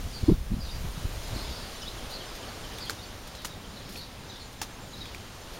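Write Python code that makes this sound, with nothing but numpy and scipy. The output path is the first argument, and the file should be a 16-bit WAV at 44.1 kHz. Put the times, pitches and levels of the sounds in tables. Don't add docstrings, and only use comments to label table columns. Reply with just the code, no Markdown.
import sys
import numpy as np
from scipy import signal
from scipy.fft import rfft, irfft, next_fast_len
from scipy.io import wavfile
from scipy.ndimage import uniform_filter1d, map_coordinates

SR = 44100
rng = np.random.default_rng(int(sys.argv[2]) if len(sys.argv) > 2 else 0)


def digitize_waveform(pressure):
    field = np.atleast_2d(pressure).T
    bounded = np.clip(field, -1, 1)
    quanta = np.round(bounded * 32767).astype(np.int16)
    wavfile.write(sys.argv[1], SR, quanta)


def voltage_ratio(decibels):
    exponent = np.asarray(decibels, float) / 20
    return 10 ** exponent


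N = 246519


def unit(x):
    return x / np.sqrt(np.mean(x ** 2) + 1e-20)


def along(points, hz):
    f, v = np.transpose(points)
    return np.interp(np.log(hz + 1), np.log(f + 1), v)


def curves(rows):
    s, *columns = np.transpose(rows)
    return [np.interp(np.arange(N) / SR, s, column) for column in columns]


def wobble(rate, size=N):
    knots = rng.standard_normal(size // 40 + 4)
    return map_coordinates(knots, [np.arange(size) * rate / SR])


def filtered(x, response):
    m = next_fast_len(len(x) + 8192)
    return irfft(rfft(x, m) * response(np.fft.rfftfreq(m, 1 / SR)), m)[:len(x)]


def rush(spectrum, patchy_db):
    z = signal.stft(rng.standard_normal(N), nperseg=512)[2]
    field = uniform_filter1d(rng.standard_normal(z.shape), size=8, axis=0)
    field = unit(uniform_filter1d(field, size=10, axis=1))
    noise = signal.istft(z * voltage_ratio(patchy_db * field), nperseg=512)[1][:N]
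    return unit(filtered(noise, lambda hz: voltage_ratio(along(spectrum, hz))))


def add(track, s, x):
    i = round(s * SR)
    track[i:i + len(x)] += x[:N - i]


def glide(length, start_hz, end_hz, stray, flutter_db, rate, soft):
    u = np.arange(round(length * SR)) / (length * SR)
    pitch_stray = stray * wobble(rate, size=SR // 2)[:len(u)]
    flutter = wobble(rate, size=SR // 2)[:len(u)]
    hz = (start_hz + (end_hz - start_hz) * u) * (1 + pitch_stray)
    phase = 2 * np.pi * np.cumsum(hz) / SR
    swell = np.sin(np.pi * u) ** soft
    return swell * voltage_ratio(flutter_db * flutter) * np.sin(phase)


def sing(track, s, length, hz, ratio, db, burr):
    for side_db in (0, -14 + 14 * burr):
        voice = glide(length, hz, hz * ratio, .075 * burr, 5 * burr, rate=420, soft=.7)
        add(track, s, voltage_ratio(db - 3 + side_db) * voice)


# start in seconds, starting pitch in Hz, peak level in dB.
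FALLING_CHIRPS = [(1.975, 3500, -42.5), (2.197, 3450, -39.5), (2.35, 3750, -46), (2.423, 3320, -43),
                  (2.633, 3410, -40), (2.791, 3860, -48), (2.858, 3400, -41), (3.635, 3480, -47),
                  (4.293, 4105, -41), (4.41, 4400, -44), (4.928, 4250, -40.5)]


def falling_chirps(track):
    for s, hz, db in FALLING_CHIRPS:
        sing(track, s, .027, hz, .84, db, burr=.15)


# start in seconds, starting pitch in Hz, peak level in dB.
RISING_CHIRPS = [(.27, 4600, -65), (.683, 3400, -35), (1.857, 3220, -38), (1.872, 3600, -34.5),
                 (1.87, 4650, -45), (2.477, 4100, -42.5), (3.012, 3950, -47), (4.385, 3900, -49),
                 (4.968, 3800, -45)]


def rising_chirps(track):
    for s, hz, db in RISING_CHIRPS:
        sing(track, s, .0217, hz, 1.18, db, burr=.31)


# start in seconds, length in seconds, pitch in Hz, peak level in dB.
LEVEL_WHISTLES = [(.135, .06, 4320, -47), (3.49, .07, 3800, -47), (3.028, 0.021, 4720, -41.5),
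                  (.692, 0.072, 4800, -39.5), (1.697, .062, 4580, -50), (1.815, .026, 5100, -39),
                  (1.81, 0.022, 5950, -41.5), (1.819, .035, 3030, -38), (2.105, 0.047, 4200, -39),
                  (2.985, 0.016, 3710, -43), (3.356, 0.051, 4060, -47), (3.38, .038, 3200, -47),
                  (3.964, 0.04, 4480, -40), (4.33, 0.044, 5650, -53), (4.395, .045, 4300, -44.5),
                  (.315, 0.027, 3800, -48), (5.007, 0.026, 3920, -34.5), (5.54, 0.03, 4610, -52)]


def level_whistles(track):
    for s, length, hz, db in LEVEL_WHISTLES:
        sing(track, s, length, hz, .97, db, burr=.373)


# start in seconds, length in seconds, starting pitch in Hz, peak level in dB.
ROUGH_CHURRS = [(1.329, .1, 4420, -39.5), (1.379, 0.24, 5140, -52), (1.499, .25, 4700, -50.5),
                (1.456, 0.15, 3830, -49), (1.888, .03, 3900, -52), (2.858, 0.033, 3400, -43),
                (3.749, 0.058, 4210, -46), (3.982, 0.066, 4340, -42), (4.319, 0.083, 3780, -49),
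                (5.037, 0.053, 3510, -46.5), (2.7, 0.067, 3140, -47), (3.795, 0.051, 3270, -56)]


def rough_churrs(track):
    for s, length, hz, db in ROUGH_CHURRS:
        sing(track, s, length, hz, .92, db, burr=.696)


# start in seconds, length in seconds, starting pitch in Hz, peak level in dB.
LONG_SLIDES = [
    (.122, .08, 4950, -41.5),
    (.595, .055, 5150, -39.5),
    (.635, .05, 4400, -40),
    (2.8, .065, 4850, -37.5),
    (2.12, 0.068, 4700, -39),
]


def long_slides(track):
    for s, length, hz, db in LONG_SLIDES:
        sing(track, s, length, hz, .87, db, burr=.58)


# start in seconds, pitch in Hz.
HIGH_SINGER = [
    (4.25, 6200),
    (4.408, 7000),
    (4.66, 7450),
    (4.69, 6420),
    (4.789, 7320),
    (4.869, 6670),
    (4.96, 6450),
]


def high_singer(track):
    for s, hz in HIGH_SINGER:
        sing(track, s, .084, hz, 1, -54.5, burr=.305)


# middle in seconds, half length in seconds, level in dB.
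TWITTER_BOUTS = [
    (0.296, .1, -52),
    (.66, 0.13, -55),
    (1.495, 0.26, -47.5),
    (1.802, .15, -52),
    (2.3, .3, -56),
    (2.834, 0.16, -50),
    (3.414, .18, -54),
    (3.926, 0.34, -56),
    (4.36, .12, -54.5),
    (5.046, 0.17, -54),
]


def far_flock():
    twitter, t = np.zeros(N), np.arange(N) / SR
    for s, pitch, slide, size in rng.random((1500, 4)):
        hz = 3500 + 1900 * pitch
        note = glide(.03, hz, hz * (.92 + .16 * slide), .03, 2, rate=300, soft=1)
        add(twitter, s * N / SR, voltage_ratio(3 * size) * note)
    swell = sum(voltage_ratio(db) * np.exp(-2 * ((t - s) / half) ** 2) for s, half, db in TWITTER_BOUTS)
    return unit(twitter) * swell


def birds():
    song = far_flock()
    for singer in (falling_chirps, rising_chirps, level_whistles, rough_churrs, long_slides, high_singer):
        singer(song)
    t = np.arange(SR // 5) / SR
    scatter = rng.standard_normal(len(t)) * voltage_ratio(-60 * t / .25)
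    return song + voltage_ratio(-3.5) * signal.fftconvolve(song, scatter / np.linalg.norm(scatter))[:N]


# start in seconds, pitch in Hz, number of cycles, peak level in dB.
WIND_PUFFS = [(0.029, 79.4, 4.1, -33), (0.228, 93, 1.6, -18), (.281, 295, 5.6, -8.5), (.293, 404, 6.9, -19),
              (.302, 183, 5.8, -12), (.334, 149, 3.3, -31), (0.3, 33, 2.2, -18), (0.315, 316, 5.2, -18),
              (.294, 590, 6, -36), (0.293, 985, 7, -33), (0.508, 190, 5, -19.5), (0.514, 46, 1.7, -16),
              (.501, 120, 2.1, -23.5), (0.537, 230, 3.8, -24.5), (.562, 150, 2, -22), (.585, 145, 1.6, -19),
              (0.731, 54, 2.5, -25.5), (.84, 137, 2.8, -25.5), (0.971, 151, 3.1, -25.5),
              (1.005, 110, 1.7, -28.5), (1.045, 69, 1.04, -20.5), (1.301, 110.6, 8.1, -27.5),
              (1.36, 298, 2.8, -27), (1.46, 60.6, 4.4, -31), (2.019, 55.6, 2.5, -38), (2.447, 55, 3.1, -48)]
# frequency in Hz, level in dB per Hz.
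PUFF_COLOUR = [(100, 3.5), (300, -6), (500, -22.5), (1000, -33), (2000, -62)]


def puffs():
    out = np.zeros(N)
    rise = .11
    for s, hz, cycles, db in WIND_PUFFS:
        start_hz, end_hz = hz * (1 - rise / 2), hz * (1 + rise / 2)
        add(out, s, voltage_ratio(db) * glide(cycles / hz, start_hz, end_hz, stray=.035, flutter_db=1, rate=90, soft=1.2))
    strength = np.sqrt(np.abs(uniform_filter1d(out ** 2, size=400)))
    return out + voltage_ratio(-5.5) * strength * rush(PUFF_COLOUR, patchy_db=-1.0)


# start in seconds, knock pitch in Hz, knock level in dB, crackle level in dB.
BODY_TICKS = [(2.785, 3460, -36, -47.5), (2.8965, 1470, -25, -41.5), (2.8968, 4350, -29.5, -52),
              (2.905, 7460, -33, -52), (3.351, 4100, -39, -51), (3.4475, 1260, -33, -41),
              (3.4488, 1940, -36, -57), (3.453, 2960, -34, -65), (3.956, 3300, -44, -60),
              (3.959, 2510, -36, -59), (4.6156, 1530, -42, -37.5), (4.617, 806, -36, -44),
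              (5.056, 2420, -42, -57), (5.147, 2380, -33.5, -50.5)]
# frequency in Hz, level in dB per Hz.
CRACKLE_COLOUR = [(500, 4), (1200, 6), (3000, 1), (6500, 5), (9000, -3.5), (15500, -8)]


def ticks():
    knocks, crackle, t = np.zeros(N), np.zeros(N), np.arange(SR // 4) / SR
    for s, hz, knock_db, crackle_db in BODY_TICKS:
        snap_db = (knock_db + crackle_db) / 2 + 3.5
        knock = voltage_ratio(knock_db - 60 * t / .009) * (1 - np.exp(-t / .0006))
        add(knocks, s, knock * 4 * np.sin(2 * np.pi * hz * t))
        add(crackle, s, voltage_ratio(snap_db - 60 * t / .01) + voltage_ratio(crackle_db + 4 - 60 * t / .12))
    return knocks + voltage_ratio(1.5 * wobble(500)) * crackle * rush(CRACKLE_COLOUR, patchy_db=.5)


# start in seconds, level in dB, time to fall 60 dB in seconds.
FINGER_RUBS = [(1.272, -41, 0.13), (2.095, -43, 0.25), (2.35, -41.5, 0.11), (2.73, -52, .08),
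               (2.778, -42, .08), (2.852, -44, .06), (2.896, -46, .13), (3.03, -60, .06), (3.269, -44, .12),
               (3.417, -48, .06), (3.448, -34, 0.11), (3.887, -45, .2), (3.92, -48, 0.28),
               (3.96, -46.5, .24), (4.415, -57, .1), (4.526, -49, .1), (4.616, -45, 0.16),
               (5.532, -46.5, .2)]
# frequency in Hz, level in dB per Hz.
RUB_COLOUR = [(1500, -7), (4000, 3), (8000, -2.5), (12000, -4), (15700, -8)]


def rubs():
    rub, t = np.zeros(N), np.arange(SR // 4) / SR
    for s, db, t60 in FINGER_RUBS:
        add(rub, s, voltage_ratio(db + 0.5 - 60 * t / t60) * (1 - np.exp(-t / (.021 * t60))))
    return voltage_ratio(1.5 * wobble(500)) * rub * rush(RUB_COLOUR, patchy_db=.5)


# time in seconds, leaf hiss in dB, buffeting of the microphone in dB.
WIND_STRENGTH = [(0, -58, -35.5), (.15, -56, -41.5), (.36, -60, -30.5), (.55, -57.5, -32.5),
                 (.68, -53.5, -31.5), (1.37, -53.5, -34), (1.5, -54, -43), (2.3, -58, -46), (2.8, -57, -50),
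                 (3.4, -62, -49), (4.1, -63, -53), (4.7, -62.5, -52.5), (5.59, -60, -49)]
# frequency in Hz, level in dB per Hz.
LEAF_COLOUR = [(1200, -17.5), (3000, 1), (5000, -0.5), (7000, -1.5), (10000, -7), (13000, -10),
               (15700, -13)]
# frequency in Hz, level in dB per Hz.
BUFFET_COLOUR = [(15, -5.5), (30, 2.5), (60, -0.5), (100, -10), (200, -20.5), (400, -44.5)]


def wind():
    leaf_db, buffet_db = curves(WIND_STRENGTH)
    leaves = voltage_ratio(leaf_db + 8 + 0.14 * wobble(3.54)) * rush(LEAF_COLOUR, patchy_db=1.36)
    buffet = unit(voltage_ratio(1.2 * wobble(12)) * rush(BUFFET_COLOUR, patchy_db=.3))
    return leaves + voltage_ratio(buffet_db + 1) * buffet


# time in seconds, level in dB.
ROAD_WASH = [(0, -47), (.45, -44), (.8, -42), (1.2, -41), (1.4, -40), (1.7, -43), (2.3, -42.5), (2.8, -43),
             (3.2, -46.5), (4.6, -47), (5.59, -46.5)]
# frequency in Hz, level in dB per Hz.
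WASH_COLOUR = [(100, -8), (300, -0.5), (500, 0), (1000, -3.5), (1300, -5), (2500, -9.5), (4000, -10),
               (7000, -19.5), (11000, -30.5), (15700, -56)]
# frequency in Hz, level in dB per Hz.
DRONE_COLOUR = [(50, -4), (90, 4.5), (150, -1.5), (250, -3), (500, -35)]


def traffic():
    drone = voltage_ratio(-48.5 + 2.5 * wobble(2.59)) * rush(DRONE_COLOUR, patchy_db=0.45)
    wash = voltage_ratio(curves(ROAD_WASH)[0] + 0.52 * wobble(6.5)) * rush(WASH_COLOUR, patchy_db=0.75)
    return drone + wash


def scene():
    return np.tile(birds() + puffs() + ticks() + rubs() + wind() + traffic(), (2, 1))


def gain_control(x):
    t = np.arange(SR) / SR
    memory = np.exp(-t / .3) * (1 - np.exp(-t / .07))
    loudness = np.abs(signal.fftconvolve(x ** 2, memory / memory.sum())[:N])
    return x / np.sqrt(1 + loudness / voltage_ratio(-54))


def thin_top(x):
    top = filtered(x, lambda hz: (hz > 15830) * 1.)
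    burst = uniform_filter1d(top ** 2, size=300)
    return x - top * np.where(burst > 20 * np.median(burst), .94, 1)


def stray_bands(x):
    splits_per_s, low_hz, high_hz, width_hz = 4.3, 4100, 14200, 1700
    hz, t, z = signal.stft(x, SR, nperseg=1024)
    when, where = rng.random((round(splits_per_s * N / SR), 2)).T
    split = np.zeros(z.shape)
    for s, lo in zip(when * N / SR, low_hz * (high_hz / low_hz) ** where):
        split += (abs(t - s) < .013) * ((hz > lo) & (hz < lo + width_hz))[:, None]
    scrambled = z * np.exp(2j * np.pi * rng.random(z.shape))
    return signal.istft(voltage_ratio(-1.5) * split * scrambled, SR, nperseg=1024)[1][:N]


def roll_off(x):
    return signal.sosfilt(signal.butter(12, 16850, fs=SR, output="sos"), x)


def record(dry):
    x = gain_control(dry[0])
    x = filtered(x, lambda hz: np.sqrt(1 - .997 / (1 + ((hz - 7795) / 260) ** 2)))
    x = thin_top(x)
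    side = stray_bands(x)
    return roll_off(np.array([x + side, x - side]))


dry = scene()
out = record(dry)
digitize_waveform(out)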